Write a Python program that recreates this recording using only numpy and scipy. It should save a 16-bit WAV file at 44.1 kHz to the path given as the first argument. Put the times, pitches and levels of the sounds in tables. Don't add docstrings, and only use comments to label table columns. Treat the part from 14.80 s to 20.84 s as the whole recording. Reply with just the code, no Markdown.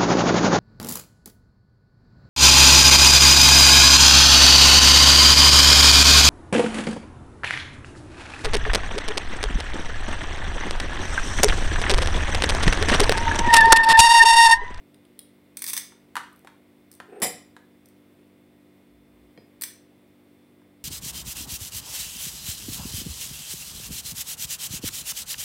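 import sys
import numpy as np
from scipy import signal
from scipy.fft import rfft, irfft, next_fast_len
from scipy.io import wavfile
from scipy.ndimage import map_coordinates

SR = 44100
rng = np.random.default_rng(int(sys.argv[2]) if len(sys.argv) > 2 else 0)


def unload_audio(sound):
    columns = np.transpose(np.atleast_2d(sound))
    steps = np.round(np.clip(columns, -1, 1) * 32767)
    wavfile.write(sys.argv[1], SR, steps.astype(np.int16))


N = 266364
AGE = np.arange(SR // 2) / SR
HZ = np.fft.rfftfreq(SR, 1 / SR)
OCTAVES = np.log2((HZ + 1) / 8000)


def amp(db):
    return 10 ** (np.asarray(db) / 20)


def unit(x):
    return x / np.sqrt(np.mean(x ** 2) + 1e-20)


def along(points, hz):
    freqs, values = np.transpose(points)
    return np.interp(np.log(hz + 1), np.log(freqs), values)


def resonances(table, hz):
    power = sum(amp(db) ** 2 / (1 + ((hz - pitch) / width * 2) ** 2) ** 1.5
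                * np.minimum(hz / pitch, 1) ** 2 for pitch, width, db in table)
    return np.sqrt(power)


def fade(t60):
    return amp(-60 * AGE / t60)


def wobble(rate):
    points = rng.standard_normal(int(N * rate / SR) + 4)
    return map_coordinates(points, [np.arange(N) * rate / SR])


def filtered(x, response):
    size = next_fast_len(N + SR // 2)
    return irfft(rfft(x, size) * response(np.fft.rfftfreq(size, 1 / SR)), size)[:N]


def swell(rows):
    times, db = np.transpose(rows)
    t = np.arange(N) / SR
    outside_s = np.abs(t - np.clip(t, times[0], times[-1]))
    return amp(np.interp(t, times, db) - 600 * outside_s)


def add(track, s, sound):
    part = track[round(s * SR):][:len(sound)]
    part += sound[:len(part)]


def blow(gain, t60, push_db):
    force = rng.standard_normal(len(AGE)) * fade(t60)
    force[0] += amp(push_db) * np.linalg.norm(force)
    cepstrum = irfft(np.log(gain + 1e-6), SR)
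    body = np.exp(rfft(2 * cepstrum[:SR // 2], SR))
    sound = irfft(rfft(force, SR) * body, SR)[:len(AGE)]
    return sound / np.linalg.norm(sound) * np.sqrt(SR / 100)


def ringing(modes, scatter_db):
    return sum(amp(db + rng.normal(0, scatter_db)) * rng.choice([-1, 1])
               * fade(t60) * np.sin(2 * np.pi * hz * AGE) for hz, db, t60 in modes)


def in_kitchen(x, wet_db):
    # (frequency [Hz], ring time [s])
    echo_times = [(100, 0.52), (500, 0.37), (1500, 0.4), (4000, 0.4), (8000, 0.34), (12000, 0.25),
                  (16000, 0.25)]
    hz, t, noise = signal.stft(rng.standard_normal(len(AGE)), SR, nperseg=256)
    decay = amp(-60 * t / along(echo_times, hz)[:, None])
    tail = signal.istft(noise * decay, SR, nperseg=256)[1][:len(AGE)]
    tail *= 1 - fade(0.022)
    room = amp(wet_db) * tail / np.linalg.norm(tail)
    room[0] += 1
    return signal.fftconvolve(x, room)[:len(x)]


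def tones(table, waver_db, drift):
    t = np.arange(N) / SR
    return sum(np.sqrt(2) * amp(db + waver_db * wobble(8.7))
               * np.sin(2 * np.pi * (hz * t + rng.random()) + drift * wobble(7.5)) for hz, db in table)


def refrigerator():
    # (frequency [Hz], relative level [dB])
    air_colour = [(25, -13), (42, -9.5), (60, -0.5), (85, 0), (200, -0.5), (350, 5), (600, -4.5),
                  (900, -7.5), (1500, -12.5), (2200, -11.5), (4000, -18), (6800, -27.5), (8500, -21),
                  (11000, -23.5), (16000, -20.5)]
    # (pitch [Hz], level [dB])
    hum_tones = [(96.9, -71.5), (145.3, -71.5), (193, -65.5), (241, -64), (293.8, -62), (357.3, -68.5),
                 (393.0, -75.5), (441.4, -81), (500.6, -74.5), (576.0, -76.5), (672.9, -77.5)]
    # (pitch [Hz], relative level [dB])
    whine_tones = [(1879, -87), (2024, -83), (2159, -82), (2455, -86.5), (3515, -83), (5249, -96.5)]
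    air = unit(filtered(rng.standard_normal(N), lambda hz: amp(along(air_colour, hz))))
    hum = tones(hum_tones, waver_db=1, drift=.35)
    whine = amp(1) * tones(whine_tones, waver_db=.5, drift=.5)
    return hum + whine + amp(-62 + .5 * wobble(4.98)) * air


def spring():
    # (time [s], level [dB], treble tilt [dB per octave])
    ticks = [(0.1444, -59, -4.5), (.252, -63, -5), (.3915, -40.5, 0.5)]
    # (pitch [Hz], width [Hz], level [dB])
    steel_peaks = [(2120, 660, -10), (3480, 800, -1.5), (5000, 700, -5.5), (8960, 790, 3), (10100, 900, -5),
                   (11900, 900, -6), (13500, 900, -9), (15200, 1200, -12)]
    out, steel = np.zeros(N), resonances(steel_peaks, HZ)
    for s, db, tilt_db in ticks:
        tick = blow(steel * amp(tilt_db * OCTAVES), t60=0.019, push_db=-2)
        add(out, s, amp(db) * in_kitchen(tick, wet_db=-7.5))
    return out


def scoop():
    # (time [s], level [dB], place [0 lever to 1 bowl])
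    snaps = [(0.7705, -34, .45), (.792, -44, .15), (0.8205, -30, .35), (0.8412, -31, .2),
             (0.865, -32.5, .15), (0.9332, -26, 0), (.938, -34.5, 0), (0.9663, -28, 0), (0.9766, -26.5, .2),
             (2.1155, -50.5, .35), (2.4015, -54.5, .5), (3.0585, -58, .3), (3.087, -60.5, .5),
             (4.812, -38, 1), (4.8202, -29.5, .9), (4.8366, -28.5, .4)]
    # (pitch [Hz], width [Hz], level hit at the lever [dB], level hit at the bowl [dB])
    shell_peaks = [(1040, 288, -14.5, -12.5), (1867, 480, -7, -4), (2260, 350, -5, -6.5),
                   (3550, 490, -3, -8.5), (4300, 500, -10.5, -0.5), (4960, 540, -2.5, -4.5),
                   (6006, 580, 1, -6), (8330, 600, 2.5, 3.5), (9110, 880, -2.5, 3.5),
                   (10130, 1000, 0.5, -9.5), (11850, 1200, -8.5, 2.5), (13600, 2300, -5.5, -4),
                   (15300, 2100, -6, -4)]
    firm_db, firm_ring_s = -30.5, 0.03
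    out, peaks = np.zeros(N), np.array(shell_peaks)
    lever, bowl = resonances(peaks[:, :3], HZ), resonances(peaks[:, [0, 1, 3]], HZ)
    crack = amp(-14) * HZ / (HZ + 1200)
    for s, db, place in snaps + slips():
        t60 = firm_ring_s * 2 ** ((db - firm_db) / 20)
        tilt_db = 0.056 * (firm_db - db)
        shell = np.hypot(lever ** (1 - place) * bowl ** place, crack)
        snap = blow(shell * amp(tilt_db * OCTAVES), t60, push_db=-9.5)
        add(out, s, amp(db) * in_kitchen(snap, wet_db=-5.5))
    return out


def slips():
    # (start [s], length [s], rate [slips per s], level [dB], place [0 lever to 1 bowl])
    creaks = [(0.8758, .0315, 175, -33, .05), (1.53, .08, 32, -61.5, .8), (2.128, .03, 88, -56, .4)]
    scatter_s, scatter_db = 0.00033, 1
    return [(start + age + rng.normal(0, scatter_s), db + rng.normal(0, scatter_db), place)
            for start, length, rate, db, place in creaks for age in np.arange(0, length, 1 / rate)]


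def tray():
    # (time [s], level [dB], treble fades above [Hz], thump compared with the knock [dB])
    knocks = [(1.122, -55.5, 4000, -23), (1.3555, -30.5, 12300, -24), (1.3674, -26, 7000, -23.5),
              (1.3767, -33, 3000, -16), (1.648, -55, 12100, 5.5), (1.673, -45, 3900, -36),
              (2.2015, -39, 2497, -6.5), (2.766, -46, 4040, -8.5), (5.818, -64.5, 2500, -17)]
    # (frequency [Hz], relative level [dB])
    tray_colour = [(100, -25), (400, -24.5), (680, -14.5), (900, 4), (1150, 1), (1650, 2.5), (2100, -9.5),
                   (3800, -12), (6000, -18.5), (9000, -13.5), (12000, -16), (16000, -29)]
    out, body = np.zeros(N), amp(along(tray_colour, HZ))
    for s, db, treble_hz, thump_db in knocks:
        knock = blow(body / np.hypot(1, HZ / treble_hz), t60=0.041, push_db=0)
        thump = blow(counter(), t60=.025, push_db=3)
        add(out, s, amp(db) * in_kitchen(knock + amp(thump_db) * thump, wet_db=-6))
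    return out


def counter():
    # (frequency [Hz], relative level [dB])
    wood_colour = [(25, -46), (45, -33.5), (80, -22.5), (130, -7), (215, -3.5), (330, -5.5), (430, -5),
                   (500, 0.5), (620, -5), (740, 1), (860, -7), (1050, -7.5), (1450, -17.5), (3000, -34.5),
                   (10000, -69.5)]
    return amp(along(wood_colour, HZ))


def slide():
    # (time [s], relative level [dB])
    loudness = [(2.26, -60), (2.28, -60), (2.352, -42), (2.39, -49.5), (2.41, -41)]
    # (pitch [Hz], width [Hz], level [dB])
    judder_peaks = [(400, 79, 0.5), (470, 60, -4.5), (740, 167, -12), (1500, 600, -22.5),
                    (2487, 395, -26.5), (8606, 250, -28)]
    friction = rng.standard_normal(N) * amp(3 * wobble(90))
    rub = unit(filtered(friction, lambda hz: resonances(judder_peaks, hz)))
    return in_kitchen(amp(1) * swell(loudness) * rub, wet_db=-4.5)


def cups():
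    # (pitch [Hz], width [Hz], level [dB])
    glass_peaks = [(1990, 270, 1), (2394, 240, -3), (3053, 150, -4.5), (3600, 500, -8.5),
                   (4155, 400, -10.5), (4900, 260, -5.5), (5400, 350, -5), (5940, 200.6, -4.5),
                   (7450, 380, 0), (8000, 400, -0.5), (9840, 350, 1.5), (10230, 590, 0.5),
                   (10960, 300, -8.5), (12500, 230, -3.5), (13700, 470, -0.5)]
    # (pitch [Hz], relative level [dB], ring time [s])
    glass_tones = [(4904, -6.5, 0.35), (5320, -11.5, 0.3), (5350, -14, 0.36), (5523, -10.5, 0.36),
                   (7130, -5, 0.35), (7333, -5, 0.3), (7550, -7.5, 0.32), (7849, -12, 0.3),
                   (8000, -7.5, 0.28), (8549, -5, 0.1905), (9006, -23.5, 0.3), (9799, -5.5, 0.327),
                   (10100, -8.5, 0.24), (10360, -2, 0.19), (10100, -16, 0.42), (10900, -18, 0.39),
                   (12160, -20, 0.27), (12560, -20.5, 0.35), (13360, -15.5, 0.26), (13622, -7.5, 0.2)]
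    # (pitch [Hz], relative level [dB], ring time [s])
    wood_tones = [(212, -6, .24), (488.3, 3, .27), (500, -3, .26), (555, -4, 0.22), (712, -3, .27),
                  (752, 0, .23), (1030, -8, .2)]
    out, glass = np.zeros(N), resonances(glass_peaks, HZ)
    for s, glass_db, thud_db in chatter():
        detuned = np.array(glass_tones)
        detuned[:, 0] *= 1 + rng.normal(0, 0.0018, len(detuned))
        clink = in_kitchen(blow(glass, t60=.05, push_db=-11), wet_db=-6)
        clink += amp(-11.5) * ringing(detuned, scatter_db=1.5)
        thud = in_kitchen(blow(counter(), t60=0.092, push_db=-5), wet_db=-6)
        thud += amp(-6.5) * ringing(wood_tones, scatter_db=2)
        add(out, s, amp(glass_db) * clink + amp(thud_db) * thud)
    return out


def chatter():
    # (start [s], length [s], glass level [dB], thud level [dB])
    clashes = [(2.4189, .029, -23, -30), (2.4621, .0065, -31.5, -38.5)]
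    first_gap_s, slowing = .0043, 1.095
    peak_s, rise_db, fall_db_per_s = 0.0072, 4, 350
    gaps = first_gap_s * slowing ** np.arange(8)
    ages = np.cumsum(gaps) - gaps
    press_db = np.minimum(rise_db * (ages / peak_s - 1), fall_db_per_s * (peak_s - ages))
    return [(s + age, glass_db + db, thud_db + db)
            for s, length, glass_db, thud_db in clashes
            for age, db in zip(ages, press_db) if age < length]


def rumble():
    level = swell([(4.12, -69), (4.49, -65)])
    return level * unit(filtered(rng.standard_normal(N), lambda hz: resonances([(60, 8, 0)], hz)))


def bump():
    # (time [s], level [dB])
    landings = [(4.5763, -47), (4.586, -50)]
    # (pitch [Hz], level [dB], ring time [s])
    cup_tones = [(1900, -52, 0.045), (2270, -43.5, 0.013), (3200, -55, 0.04), (4200, -51, 0.018),
                 (4950, -63, 0.18)]
    out = np.zeros(N)
    muffled_wood = counter() / np.hypot(1, (HZ / 450) ** 2)
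    for s, db in landings:
        add(out, s, amp(db) * blow(muffled_wood, t60=0.036, push_db=-4.5))
    add(out, landings[0][0], ringing(cup_tones, scatter_db=0))
    return in_kitchen(out, wet_db=-7.5)


def scene():
    return (refrigerator() + spring() + scoop() + tray() + slide() + cups() + rumble() + bump())[None]


def record(dry):
    bottom_hz, top_hz = 42, 15850
    low_cut = lambda hz: 1 / np.hypot(1, (bottom_hz / (hz + 1)) ** 3)
    high_cut = lambda hz: 1 / np.hypot(1, (hz / top_hz) ** 90)
    return filtered(dry[0], lambda hz: low_cut(hz) * high_cut(hz))[None]


dry = scene()
out = record(dry)
unload_audio(out)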